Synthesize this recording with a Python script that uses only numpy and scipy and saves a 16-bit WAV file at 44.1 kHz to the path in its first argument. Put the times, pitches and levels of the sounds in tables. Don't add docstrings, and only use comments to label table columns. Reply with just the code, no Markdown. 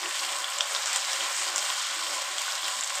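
import sys
import numpy as np
from scipy import signal
from scipy.fft import rfft, irfft
from scipy.io import wavfile

SR = 44100
rng = np.random.default_rng(int(sys.argv[2]) if len(sys.argv) > 2 else 0)


def voltage_ratio(decibels):
    exponent = np.asarray(decibels, float) / 20
    return 10 ** exponent


def transcribe(signal):
    frames = np.atleast_2d(signal).T
    limited = np.clip(frames, -1, 1)
    pcm = np.round(limited * 32767).astype(np.int16)
    wavfile.write(sys.argv[1], SR, pcm)


N = 132300


def rms_one(x):
    return x / np.sqrt(np.mean(x ** 2) + 1e-20)


def drift(rate_hz):
    pole = np.exp(-80 * np.pi * rate_hz / SR)
    noise = rng.standard_normal(N // 40 + 2002)
    slow = signal.lfilter([1], [1, -2 * pole, pole * pole], noise)[2000:]
    return np.interp(np.arange(N) / 40, np.arange(len(slow)), rms_one(slow))


def resonance(x, hz, width_hz):
    r = np.exp(-np.pi * width_hz / SR)
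    poles = [1, -2 * r * np.cos(2 * np.pi * hz / SR), r * r]
    return signal.lfilter([(1 - r * r) / 2, 0, (r * r - 1) / 2], poles, x + 1e-18)


def clicks(per_s, spread_db):
    size_db = spread_db * np.minimum(rng.exponential(1, N), 3.6)
    sizes = voltage_ratio(size_db) * rng.choice([-1, 1], N)
    return sizes * (rng.random(N) < per_s / SR)


# (time [s], level [dB], share sounding through the pan [0-1])
FRYING_VIGOUR = [(0, -34, 0.2), (.15, -31, 0.65), (.45, -32.5, 0.93), (.68, -31.5, 0.3), (.78, -30, 0),
                 (1.15, -30, 0.48), (1.45, -31, 0.26), (1.65, -31, 0.6), (1.85, -31, 0.4),
                 (2.2, -32.5, 0.55), (2.55, -32.5, 0), (2.66, -30.5, 1), (2.78, -33, 0.5), (3, -32.5, 0.25)]


def sizzle():
    time_s, level_db, pan_share = np.transpose(FRYING_VIGOUR)
    t = np.arange(N) / SR
    vigour_db = np.interp(t, time_s, level_db)
    through_pan = np.clip(np.interp(t, time_s, pan_share), 0, 1)
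    clump_db = 0.9 * drift(30)
    bed = fizz(clump_db) + crackle(clump_db)
    heard = colour(through_pan * bed, 1.4) + colour((1 - through_pan) * bed, 0.4)
    return voltage_ratio(vigour_db) * rms_one(heard)


# (time [s], level [dB])
LARGE_BUBBLE_CHURN = [(0.0, -42.5), (0.27, -55), (0.34, -42.5), (0.53, -51), (0.62, -46), (0.64, -50),
                      (0.77, -47.5), (1.07, -51), (1.15, -48.5), (1.75, -50), (1.79, -62.5), (2.14, -43.5),
                      (2.33, -50), (2.36, -46), (2.47, -55), (2.57, -48.5), (2.84, -54), (3.0, -40)]


def fizz(clump_db):
    pitches_hz = np.geomspace(250, 16000, num=24)
    size_class = rng.integers(0, 24, N)
    bursts = clicks(14000 * voltage_ratio(clump_db), 2)
    time_s, level_db = np.transpose(LARGE_BUBBLE_CHURN)
    churn_db = 1.1 * np.interp(np.arange(N) / SR, time_s, level_db - level_db.mean())
    large = np.exp(-(np.log2(pitches_hz / 520) / 0.6) ** 4)
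    ring_cycles = 4.9
    total = np.zeros(N)
    for k, hz in enumerate(pitches_hz):
        patch_db = 2.5 * drift(6.2)
        ring = resonance(bursts * (size_class == k), hz, 1.98 * hz / ring_cycles)
        total += voltage_ratio(patch_db + churn_db * large[k]) * ring
    return rms_one(total)


def crackle(clump_db):
    snaps = clicks(3500 * voltage_ratio(2 * clump_db), 4.4)
    return voltage_ratio(-8.5) * rms_one(signal.lfilter([1, -0.92], [1], snaps))


# (time [s], peak [dB], bubble pitch [Hz], share of
# sharp crack [dB])
SURFACE_BURSTS = [(0.1104, -20, 2760, -1), (0.1932, -19, 4350, -14), (0.4435, -19, 3320, -12),
                  (0.5857, -19, 7150, -8), (0.6074, -11, 3320, -10), (0.7494, -12, 4520, -3),
                  (0.7632, -18, 3830, -14), (0.8589, -14, 8530, -1), (0.8736, -19, 7410, 2),
                  (0.9305, -17, 8140, 4), (0.9605, -10, 7920, 1), (0.9718, -16, 7920, -3),
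                  (1.0194, -20, 4390, -5), (1.0483, -22, 5430, -5), (1.1183, -18, 6630, 1),
                  (1.1313, -18, 5860, -8), (1.2079, -19, 3140, -9), (1.5599, -14, 7000, -9),
                  (1.5806, -13, 8050, 2), (1.5919, -18, 6500, -2), (1.6255, -20, 3140, -8),
                  (1.6863, -20, 4390, -6), (1.7017, -17, 3270, -7), (1.8494, -20, 5380, -2),
                  (2.2193, -20, 7750, 7), (2.3824, -17, 7000, -1), (2.5219, -20, 5080, -8),
                  (2.6817, -16, 2800, 4), (2.8093, -19, 7280, -9), (2.9538, -19, 8440, 2),
                  (0.0311, -25, 3400, -7), (0.0375, -22, 2110, -5), (0.0584, -21, 2710, -11),
                (0.251, -21, 4480, 7), (0.3184, -22, 8010, 3), (0.3645, -22, 8230, 0),
                (0.3865, -22, 7410, -5), (0.4827, -22, 3230, -3), (0.5219, -23, 3140, -5),
                (0.535, -21, 7490, -3), (1.4141, -21, 4390, -5), (1.4885, -21, 8440, 3),
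                (1.9036, -21, 3790, -6), (2.036, -21, 4050, -6), (2.0669, -21, 3060, -8),
                (2.1084, -21, 5210, -9), (2.3971, -22, 3140, 1), (2.4168, -21, 8350, 7),
                (2.4809, -22, 1510, -8), (2.5538, -22, 5080, -9), (2.6308, -21, 3490, -7),
                (2.6443, -21, 5080, -9), (2.6544, -20, 4050, -10), (2.8279, -20, 3190, -5),
                (2.8363, -20, 7490, -13), (2.844, -21, 6680, -11), (2.875, -22, 7970, -6),
                (2.8981, -22, 7450, -8), (2.9036, -22, 2410, -4), (2.9755, -22, 2200, 3),
                  (0.0914, -24, 12500, 9), (0.1865, -24, 12500, 9), (0.6743, -23, 12500, 9),
                (0.7335, -25, 14500, 9), (1.4995, -27, 12500, 9), (1.562, -28, 12000, 9),
                (2.3621, -27, 12500, 9), (2.6172, -28, 12500, 9), (0.2084, -28, 10100, 6),
                (0.4216, -26, 8350, 5), (0.5823, -25, 8000, 0), (0.5861, -24, 3200, -9),
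                (0.6081, -14, 5500, -9), (0.7202, -23, 7500, -4), (0.7602, -22, 4500, -6),
                (1.5613, -22, 8300, -4), (1.5708, -22, 7900, -5), (1.8238, -29, 10100, 6),
                (1.8692, -31, 12100, 8), (2.383, -18, 3300, -9), (2.3937, -24, 8000, 2),
                (2.4187, -24, 8100, 3), (2.4768, -31, 13100, 8), (2.5121, -28, 12100, 9),
                (2.642, -25, 7400, 4), (2.648, -22, 3500, -9), (2.878, -26, 9800, 7),
                (2.9018, -30, 10800, 7)]


def pops():
    crack_s, spray_s = 0.0003, 0.007
    out, t = np.zeros(N + SR), np.arange(2000) / SR
    rows = SURFACE_BURSTS
    noises = rng.standard_normal((len(rows), len(t)))
    for (start_s, peak_db, hz, crack_db), noise in zip(rows, noises):
        lift_db = 2.5 + 7 * min(hz / 8000, 1) ** 3
        cycles = 10 - 2.5 * min(crack_db + 6, 0)
        burst = np.sin(2 * np.pi * hz * t) * voltage_ratio(-60 * hz * t / cycles + lift_db)
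        tear = noise * np.exp(-t / crack_s) * 0.45 + (t == 0)
        burst += voltage_ratio(crack_db + 3) * signal.lfilter([1, -1, -1, 1], [1], tear)
        burst[1] += voltage_ratio(4 + crack_db / 2)
        spray = rms_one(resonance(noise, hz, 0.31 * hz)) * np.exp(-t / spray_s)
        burst += voltage_ratio(-18 + lift_db / 2) * spray
        i = int((start_s + 0.0001) * SR)
        out[i:i + len(t)] += voltage_ratio(peak_db) * burst
    echo = np.roll(out, int(0.00046 * SR))
    return out[:N] - voltage_ratio(-13) * echo[:N]


# (start [s], length [s], level [dB], pitch [Hz])
STEAM_POCKETS = [(0.007, 0.1, -47.5, 369), (0.178, 0.17, -57, 346), (0.404, 0.024, -61.5, 354),
                 (0.72, 0.062, -54, 423), (1.137, 0.029, -58, 410), (1.19, 0.08, -53, 343),
                 (1.366, 0.29, -55, 360), (1.94, 0.12, -56.5, 324), (2.068, 0.11, -56.5, 330),
                 (2.309, 0.048, -57, 394), (2.648, 0.026, -55.5, 343),
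                 (2.76, 0.041, -62, 235),
    (1.8, 0.14, -70, 280),
]


def gurgles():
    out, t, width_hz = np.zeros(N), np.arange(N) / SR, 72
    pockets = STEAM_POCKETS
    noises = rng.standard_normal((len(pockets), N))
    for (start_s, length_s, level_db, hz), noise in zip(pockets, noises):
        shape = np.sin(np.pi * np.clip((t - start_s + 0.017) / (length_s + 0.038), 0, 1))
        wobble = shape * resonance(resonance(noise, hz, width_hz), hz, 2 * width_hz)
        gain = np.sqrt(np.sum(shape ** 2) / np.sum(wobble ** 2))
        out += voltage_ratio(level_db - 0.1) * wobble * gain
    return out


# (frequency [Hz], width [Hz], lift [dB])
PAN_MODES = [(322, 83, 4.5), (548, 96, 1), (602.2, 10.6, 5.5), (763.4, 30, 6), (906, 59, -10),
             (1009, 20, 7.5), (1097, 153, 6), (1360, 23, 3), (1605, 58, 1), (2110, 29, 3), (2550, 87, -6),
             (3200, 120, 5), (6100, 830, -5.5)]
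# (frequency
# [Hz], level [dB])
MIC_COLOUR = [(30, -23), (150, -29), (250, -27), (330, -22.5), (450, -18), (550, -5), (800, -2),
              (1000, -0.5), (2000, -0.5), (3200, 0), (4500, -1), (7000, 0.5), (8500, -1.5), (9000, -8),
           (9400, -20.5),
              (9750, -14.5), (11400, -19), (12300, -17.5), (13100, -17.5), (13850, -26), (14600, -21),
            (15480, -18), (15650, -36)]


def colour(x, pan_share):
    size = 16384
    hz = np.maximum(np.arange(size // 2 + 1) * SR / size, 1)
    curve_hz, curve_db = np.transpose(MIC_COLOUR)
    db = np.interp(np.log(hz), np.log(curve_hz), curve_db)
    for mode_hz, width_hz, lift_db in PAN_MODES:
        db = db + pan_share * lift_db / (1 + (2 * (hz - mode_hz) / width_hz) ** 2)
    cepstrum = irfft(np.log(voltage_ratio(db)))
    cepstrum[1:size // 2] *= 2
    cepstrum[size // 2 + 1:] = 0
    return signal.fftconvolve(x, irfft(np.exp(rfft(cepstrum))))[:N]


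def kitchen(x):
    t60_s, first_echo_s = 0.22, 0.0015
    t = np.arange(SR // 2) / SR
    tail = rng.standard_normal(len(t)) * voltage_ratio(-60 * t / t60_s) * (t > first_echo_s)
    return voltage_ratio(-9) * signal.fftconvolve(x, tail / np.sqrt(np.sum(tail ** 2)))[:N]


def hum():
    level_db = -82 + 3.6 * drift(2.3)
    return voltage_ratio(level_db) * rms_one(resonance(rng.standard_normal(N), 97.5, 24))


def scene():
    hiss = sizzle()
    bursts = colour(pops(), 0.11)
    dull_hiss = signal.lfilter(*signal.butter(1, 4000, fs=SR), hiss)
    return (hiss + bursts + kitchen(dull_hiss + bursts) + gurgles() + hum())[None]


def low_pass(x):
    return signal.sosfilt(signal.butter(12, 15510, fs=SR, output="sos"), x)


def record(dry):
    return low_pass(dry)


dry = scene()
out = record(dry)
transcribe(out)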